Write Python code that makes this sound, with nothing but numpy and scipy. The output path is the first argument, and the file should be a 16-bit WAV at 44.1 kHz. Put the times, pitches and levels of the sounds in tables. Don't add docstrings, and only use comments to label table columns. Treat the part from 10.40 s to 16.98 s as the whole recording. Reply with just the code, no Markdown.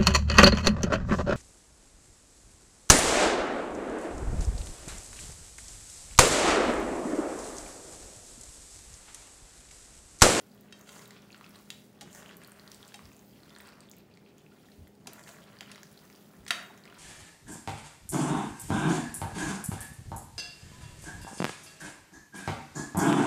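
import sys
import numpy as np
from scipy import signal
from scipy.fft import rfft, irfft
from scipy.io import wavfile

SR = 44100
rng = np.random.default_rng(int(sys.argv[2]) if len(sys.argv) > 2 else 0)


def put_to_file(sound):
    columns = np.atleast_2d(sound).T
    safe = np.clip(columns, -1, 1)
    whole_steps = np.round(safe * 32767)
    wavfile.write(sys.argv[1], SR, whole_steps.astype(np.int16))


def invert_db(level):
    return 10 ** (np.asarray(level, dtype=float) / 20)


N = 290237


def rms_one(x):
    return x / np.sqrt(np.mean(x ** 2) + 1e-20)


def at_hz(points, hz):
    table_hz, values = np.transpose(points)
    return np.interp(np.log(hz), np.log(table_hz), values)


def in_time(rows):
    s, *columns = np.transpose(rows)
    return [np.interp(np.arange(N) / SR, s, c) for c in columns]


def drift(rate):
    r = np.exp(-80 * np.pi * rate / SR)
    noise = rng.standard_normal(N // 40 + 2002)
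    slow = signal.lfilter([1], [1, -2 * r, r * r], noise)[2000:]
    return np.interp(np.arange(N) / 40, np.arange(len(slow)), rms_one(slow))


def ring(x, hz, t60):
    r, w = invert_db(-60 / (t60 * SR)), 2 * np.pi * hz / SR
    return signal.lfilter([0, np.sin(w)], [1, -2 * r * np.cos(w), r * r], x + 1e-18)


def add(track, s, sound):
    i = round(s * SR)
    track[i:i + len(sound)] += sound[:N - i]


def coloured(x, spectrum):
    hz = np.maximum(np.arange(len(x) // 2 + 1) * SR / len(x), 1)
    return rms_one(irfft(rfft(x) * invert_db(at_hz(spectrum, hz)), len(x)))


def grains(per_s, spread_db, clump_db):
    sizes = invert_db(spread_db * np.minimum(rng.exponential(1, N), 4)) * rng.choice([-1, 1], N)
    return sizes * (rng.random(N) < per_s * invert_db(clump_db * drift(15)) / SR)


def crackle(low_hz, high_hz, per_s, cycles, spread_db):
    clicks = grains(per_s, spread_db, clump_db=7.5)
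    dealt = rng.integers(0, 12, N)
    pitches = low_hz * (high_hz / low_hz) ** (np.arange(12) / 11)
    return rms_one(sum(ring(clicks * (dealt == k), hz, cycles / hz) for k, hz in enumerate(pitches)))


# (frequency [Hz], level [dB per Hz])
ROOM_AIR = [(15, -63), (25, -15), (60, -9.5), (202, -3), (296, -5), (410, -5.5), (457, -9), (876, -15.5),
            (977, -23.5), (3900, -30), (12900, -40), (15700, -32), (15950, -63)]


def room_air():
    return invert_db(-60.5) * coloured(rng.standard_normal(N), ROOM_AIR)


# (time [s], level [dB rms])
HUM_SWELL = [(0.0, -68.5), (0.09, -60.5), (4.23, -67), (4.55, -62), (4.76, -67.5), (5.33, -59), (5.44, -67),
             (6.34, -62), (6.58, -70)]
# (frequency [Hz], width [Hz], level [dB rms])
DRONE_BANDS = [(119.5, 3.6, -72), (153.1, 8.8, -68.5), (176.4, 3.2, -69.5), (246.6, 18, -69.5)]


def appliance():
    turns = 203.6 * np.arange(N) / SR
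    tone = invert_db(in_time(HUM_SWELL)[0] + 3.5 + 1.0 * drift(16.0)) * np.sin(2 * np.pi * turns)
    octave = invert_db(-71 + 3 + 2.2 * drift(1.5)) * np.sin(4 * np.pi * turns)
    drone = sum(invert_db(db) * rms_one(ring(rng.standard_normal(N), hz, 3.1 / width))
                for hz, width, db in DRONE_BANDS)
    return tone + octave + drone


# (frequency [Hz], t60 [s])
KITCHEN_T60 = [(500, 0.89), (1500, 0.52), (4000, 0.34), (10000, 0.29)]


def kitchen(x):
    t, tail = np.arange(SR) / SR, 0
    for hz in 350 * 2. ** np.arange(6):
        band = signal.butter(2, [hz / np.sqrt(2), hz * np.sqrt(2)], "band", fs=SR, output="sos")
        fade = invert_db(-60 * t / at_hz(KITCHEN_T60, hz))
        tail = tail + signal.sosfilt(band, rng.standard_normal(SR)) * fade
    tail = tail * (1 - np.exp(-(t / 0.00093) ** 2))
    return invert_db(-7) * signal.fftconvolve(x, tail / np.sqrt(np.sum(tail ** 2)))[:N]


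# (time [s], peak level [dB], pitch [Hz], t60 [s])
COUNTER_THUMPS = [
    (1.617, -47, 270, 0.54),
    (2.619, -47.5, 96, 0.29),
    (4.372, -43, 89.4, 0.25),
    (4.669, -44, 252, 0.17),
    (5.967, -49.5, 83.4, 0.29),
]


def thumps():
    out, t = np.zeros(N), np.arange(18000) / SR
    for s, db, hz, t60 in COUNTER_THUMPS:
        noise = rng.standard_normal(len(t))
        band = signal.butter(2, [hz / 2.3, hz * 1.37], "band", fs=SR, output="sos")
        thump = signal.sosfilt(band, noise * (1 - np.exp(-t / 0.0061)) * invert_db(-60 * t / t60))
        add(out, s, invert_db(db) * thump / np.abs(thump).max())
    return out


# (time [s], peak level [dB], pitch [Hz], t60 [s])
BASE_NOTES = [(1.614, -43.5, 815, 0.1), (2.543, -46, 820, 0.1), (4.672, -35.5, 757, 0.037),
              (4.893, -44.5, 670, .08), (6.302, -41, 866, 0.046), (1.616, -48.5, 269, 0.17),
              (5.21, -44, 770, 0.057)]


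def base_notes():
    out, t = np.zeros(N), np.arange(18000) / SR
    for s, db, hz, t60 in BASE_NOTES:
        swell = invert_db(db - 60 * t / t60) * (1 - np.exp(-t / .004))
        partner = invert_db(-5) * np.sin(2 * np.pi * hz * .87 * t)
        add(out, s, swell * (np.sin(2 * np.pi * hz * t) + partner))
    return out


def metal(t, modes):
    return sum(invert_db(db - 60 * t / t60) * np.sin(2 * np.pi * hz * t) for hz, db, t60 in modes)


# (time [s], peak level [dB], slap t60 [s], metal ring [dB], lowest slap frequency [Hz])
BOWL_KNOCKS = [(0.325, -40.5, 0.027, -5, 1200), (0.492, -38, 0.012, -16, 1000),
               (1.303, -32, 0.016, -13, 2010), (1.61, -37, 0.066, -14, 895),
               (2.542, -37.5, 0.026, -7.5, 800), (4.672, -27, 0.031, -28, 450),
               (5.208, -34, 0.016, -27, 700), (5.316, -37.5, 0.023, -13, 1200),
               (6.079, -30.5, 0.055, -28, 1270)]
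# (frequency [Hz], level [dB], t60 [s])
LOADED_BOWL = [(1840, -10, .04), (2700, -4, .06), (3190, -4, .05), (3800, -2, .06), (4540, -5, .04),
               (5300, -7, .03), (6200, -8, .03)]


def knocks():
    out, t = np.zeros(N), np.arange(13000) / SR
    for s, db, t60, ring_db, low_hz in BOWL_KNOCKS:
        band = signal.butter(2, [low_hz, 8000], "band", fs=SR)
        slap = signal.lfilter(*band, rng.standard_normal(len(t)) * invert_db(-60 * t / t60))
        add(out, s, invert_db(db) * (slap / np.abs(slap).max() + invert_db(ring_db) * metal(t, LOADED_BOWL)))
    return out


# (time [s], peak level [dB], crack t60 [s], shimmer t60 [s])
RING_CLANG = [
    (6.107, -14.5, 0.023, 0.52),
]
# (frequency [Hz], level [dB per Hz])
RIM_SHIMMER = [(180, -41), (300, -11), (490, -25), (703, -1.5), (801, -13.5), (1850, 0), (2070, -6),
               (3790, -19), (4180, -30), (4540, -7), (4850, -19), (6620, -13), (15000, -32.5)]
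# (frequency [Hz], level [dB], t60 [s])
FREE_RIM = [(1200, -10.5, .15), (1640, -9.5, 0.27), (1780, -12, .25), (1844, -7, .3), (1963, -8.5, .25),
            (2659, -3, .4), (2830, -2, 0.27), (3184, -5.5, .3), (3760, -0.5, 0.8), (3850, -11, .4),
            (4550, -4, 0.27), (5350, -13, .15), (6280, -15, 0.13), (9820, -7.5, 0.054)]


def clang():
    out, t = np.zeros(N), np.arange(30000) / SR
    for s, db, crack_t60, shimmer_t60 in RING_CLANG:
        shimmer = coloured(rng.standard_normal(len(t)), RIM_SHIMMER)
        touch = invert_db(-60 * t / crack_t60)
        modes = (invert_db(-38.5) + invert_db(-3) * touch) * metal(t, FREE_RIM)
        noise = shimmer * (invert_db(-4.0) * touch + invert_db(-27.0 - 60 * t / shimmer_t60))
        add(out, s - .0007, invert_db(db) * (modes + noise) * (1 - np.exp(-t / 0.0005)))
    return out


# (start time [s], length [s], level [dB rms], pitch [Hz], final pitch sag [share])
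AIR_SEEPS = [
    (2.68, 0.32, -72, 14700, .15),
    (5.58, 0.4, -73, 14600, .02),
    (6.2, .14, -72, 14300, .02),
]


def seeps():
    out = np.zeros(N)
    for s, length, db, hz, sag in AIR_SEEPS:
        u = np.arange(round(length * SR)) / (length * SR)
        low = signal.butter(2, 250, fs=SR)
        a, b = signal.lfilter(*low, rng.standard_normal((2, SR)))[:, :len(u)]
        angle = 2 * np.pi * np.cumsum(hz * (1 - sag * u ** 5)) / SR
        whistle = rms_one(a * np.cos(angle) + b * np.sin(angle))
        add(out, s, invert_db(db) * np.sqrt(np.sin(np.pi * u)) * whistle)
    return out


# (time of peak [s], swish level [dB], rise [s], fall [s])
STROKES_OFF = [
    (0.561, -58.5, 0.28, 0.2),
    (1.76, -55, 0.12, 0.22),
    (4.9, -57, 0.25, 0.15),
]
# (frequency [Hz], level [dB per Hz])
SWISH_COLOUR = [(3500, -28), (5600, -11), (6600, -2.5), (7600, -5.5), (9000, -9), (11000, -13),
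                (15000, -16)]


def swish():
    t = np.arange(N) / SR
    level = sum(invert_db(db - 20 * np.maximum((s - t) / rise, (t - s) / fall))
                for s, db, rise, fall in STROKES_OFF)
    return level * invert_db(2.6 * drift(28)) * coloured(rng.standard_normal(N), SWISH_COLOUR)


def surge():
    t = np.arange(N) / SR
    surge_db, squeeze_s, drain_s = 8, 0.034, 0.11
    return sum(surge_db * np.exp(-np.maximum((s - t) / squeeze_s, (t - s) / drain_s) ** 2)
               for s, *_ in STROKES_OFF)


def bursts(events, cycles, rise, tick_db):
    out, t = np.zeros(N), np.arange(1300) / SR
    for s, db, hz in events:
        turns = hz * t
        band = signal.butter(2, [hz / 2.15, min(hz * 2.6, .45 * SR)], "band", fs=SR)
        tick = rms_one(signal.lfilter(*band, rng.standard_normal(len(t))))
        lasting = max(cycles - 0.5 * max(db + 37, 0), 2.1)
        decay = invert_db(-60 * turns / lasting / 3)
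        tone = np.sin(2 * np.pi * turns * (1 + rise * np.minimum(turns / 20, 1)))
        tone = tone * (1 - np.exp(-turns * 1.5))
        add(out, s, invert_db(db) * (tone * decay + invert_db(tick_db) * tick * np.exp(-t / 0.0013)))
    return out


# (time [s], peak level [dB], pitch [Hz])
AIR_POPS = [(0.473, -43, 1410), (0.4908, -40, 1420), (0.54, -50, 1310), (0.5931, -38.5, 2000),
            (0.7075, -34.5, 2340), (0.9453, -38, 1480), (1.0108, -37.5, 1270), (1.0635, -45.5, 1380),
            (1.7494, -49, 902), (1.9105, -40.5, 1550), (2.0173, -41.5, 1660), (2.5211, -42.5, 1570),
            (2.592, -41, 1120), (3.1627, -37, 1670), (3.203, -39, 1850), (3.7733, -46, 2180),
            (4.472, -47.5, 2020), (4.6593, -45, 870), (4.7935, -39, 1780), (4.8744, -39, 1710),
            (4.8908, -34.5, 1620), (5.1691, -46, 1730), (5.2295, -41, 1570), (5.3582, -39, 2140),
            (5.3792, -41.5, 1280), (5.4315, -40, 1660), (5.7, -41, 2280), (6.0651, -32, 1930),
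            (6.4544, -38, 2090), (6.5252, -44, 1490)]
# (time [s], peak level [dB], pitch [Hz])
MEAT_SMACKS = [(0.1171, -48, 4700), (0.3246, -51, 3660), (0.9042, -39, 2550), (0.9282, -35, 4240),
               (1.043, -36.5, 2580), (1.1568, -37, 4050), (1.3038, -14, 3300), (1.611, -38, 2670),
               (1.8601, -35, 2900), (1.8931, -34, 2760), (2.1964, -34.5, 4300), (2.2772, -31, 4150),
               (2.3174, -21, 5500), (2.3465, -39, 4470), (2.4289, -33, 3500), (3.0335, -40.5, 4200),
               (3.0953, -42, 4930), (3.1507, -38, 4200), (3.4884, -42.5, 3550), (3.7394, -46.5, 4480),
               (4.0641, -45, 2550), (4.3181, -44, 4100), (5.1881, -36, 4700), (5.2085, -19, 3000),
               (5.3158, -35, 2620), (5.3475, -37, 3900), (5.5758, -38, 4200), (6.4379, -39.5, 4330),
               (6.4768, -38, 2450), (6.5013, -43, 2830)]
# (time [s], peak level [dB], pitch [Hz])
FILM_SNAPS = [(0.2097, -36, 14700), (0.393, -39, 14900), (0.6779, -34, 14800), (0.9197, -42, 6600),
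              (0.9786, -42, 7960), (1.3034, -25, 10300), (1.6302, -38, 6700), (1.7294, -32, 7500),
              (1.7492, -30, 6260), (1.969, -29, 12500), (2.0362, -38, 8950), (2.075, -33, 14000),
              (2.3455, -31, 7800), (2.5591, -35, 8400), (2.793, -42.5, 6400), (3.1856, -35.5, 8500),
              (3.2076, -35, 14900), (3.4056, -37.5, 8160), (3.4974, -33, 15400), (3.5143, -30.5, 6700),
              (3.5837, -39, 13300), (4.4777, -44, 12100), (4.6708, -26, 7600), (4.733, -20.5, 9200),
              (4.795, -40, 7300), (5.2085, -40, 7660), (5.3153, -36, 9600), (5.432, -27.5, 5900),
              (6.0514, -43, 7400), (6.084, -29, 7240)]
# (time [s], peak level [dB], pitch [Hz])
MORE_SNAPS = [(.4115, -41, 6400), (.4908, -46, 5000), (.6569, -41.5, 3830), (.706, -45.5, 5000),
              (.8205, -47, 5800), (1.0633, -44, 4500), (1.1074, -46, 5500), (1.1604, -41, 8650),
              (2.047, -38, 4300), (2.1191, -38, 8970), (2.4764, -48, 7540), (2.7172, -45, 2480),
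              (2.7657, -42.5, 7000), (3.0031, -50.5, 4260), (3.105, -42.5, 3440), (3.2724, -42, 8150),
              (3.2884, -41, 4370), (3.4057, -42, 4600), (3.5668, -41, 14500), (3.982, -44.5, 6760),
              (4.286, -49.5, 1830), (4.8379, -39.5, 4460), (5.0404, -46, 9200), (5.6526, -47, 6000),
              (5.7514, -45, 4670), (5.9344, -51, 10500), (6.3764, -45, 6410), (6.544, -45, 9190),
              (3.535, -49, 2240), (4.12, -52, 1410)]


def pockets():
    pops = bursts(AIR_POPS, cycles=5.4, rise=0.017, tick_db=-6)
    smacks = bursts(MEAT_SMACKS, cycles=6.9, rise=0.021, tick_db=-22)
    snaps = bursts(FILM_SNAPS, cycles=7.8, rise=0.025, tick_db=-17)
    more_snaps = bursts(MORE_SNAPS, cycles=8.9, rise=0.025, tick_db=-11)
    return pops + smacks + snaps + more_snaps


# (time [s], pressure as squelch level [dB], sliding as film hiss level [dB])
HANDS = [(0.0, -73.5, -65.5), (0.45, -59.5, -78.5), (0.75, -63.5, -70.5), (1.17, -64.5, -64),
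         (1.43, -78, -64), (1.67, -61, -78), (2.33, -60.5, -62), (2.9, -72.5, -68), (3.25, -58, -66),
         (3.63, -71.5, -80.5), (4.35, -69.5, -67.5), (4.52, -87, -75), (4.71, -57, -86), (5.13, -63, -67),
         (5.33, -58, -66), (5.5, -69.5, -63.5), (6.1, -65.5, -67.5), (6.58, -58.5, -67)]
# (frequency [Hz], level [dB per Hz])
SQUELCH_COLOUR = [(240, -63), (400, 1), (511, -8), (570, 1), (1200, -11), (1480, -5.5), (3000, -20.5),
                  (3900, -87), (6600, -120)]
# (frequency [Hz], level [dB per Hz])
FILM_COLOUR = [(3500, -6.5), (5500, -5), (8500, -6), (11000, -6.5), (15000, -8.5), (15750, 0), (15950, -48)]


def kneading():
    pressure_db, film_db = in_time(HANDS)
    surge_db = surge()
    squelch_db = pressure_db + surge_db
    fizz_db = -69.5 + 0.8 * (pressure_db + 64) + 0.83 * surge_db
    squelch = invert_db(squelch_db - 7.5) * coloured(grains(2500, spread_db=0.5, clump_db=3.0), SQUELCH_COLOUR)
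    gurgle = invert_db(squelch_db - 4.0) * crackle(1122, 2060, per_s=260, cycles=9.4, spread_db=2.8)
    fizz = invert_db(fizz_db) * crackle(2410, 5380, per_s=700, cycles=20.0, spread_db=4.5)
    film_hiss = coloured(grains(3300, spread_db=4.0, clump_db=-1), FILM_COLOUR)
    film = invert_db(film_db + 1.7 * surge_db - 2.5) * film_hiss
    ticks = invert_db(film_db - 8.5) * crackle(4600, 14000, per_s=47, cycles=14.0, spread_db=5.0)
    return squelch + gurgle + fizz + film + ticks


def scene():
    close = kneading() + pockets() + swish() + seeps() + knocks() + clang()
    air = room_air()
    return (close + air + kitchen(close) + thumps() + base_notes() + appliance())[None]


def low_pass(x):
    return signal.sosfilt(signal.butter(12, 16590, fs=SR, output="sos"), x)


def record(dry):
    x = signal.sosfilt(signal.butter(4, 48, "high", fs=SR, output="sos"), dry)
    x = signal.sosfilt(signal.cheby2(12, 50, 16500, fs=SR, output="sos"), x)
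    return low_pass(x)


dry = scene()
out = record(dry)
put_to_file(out)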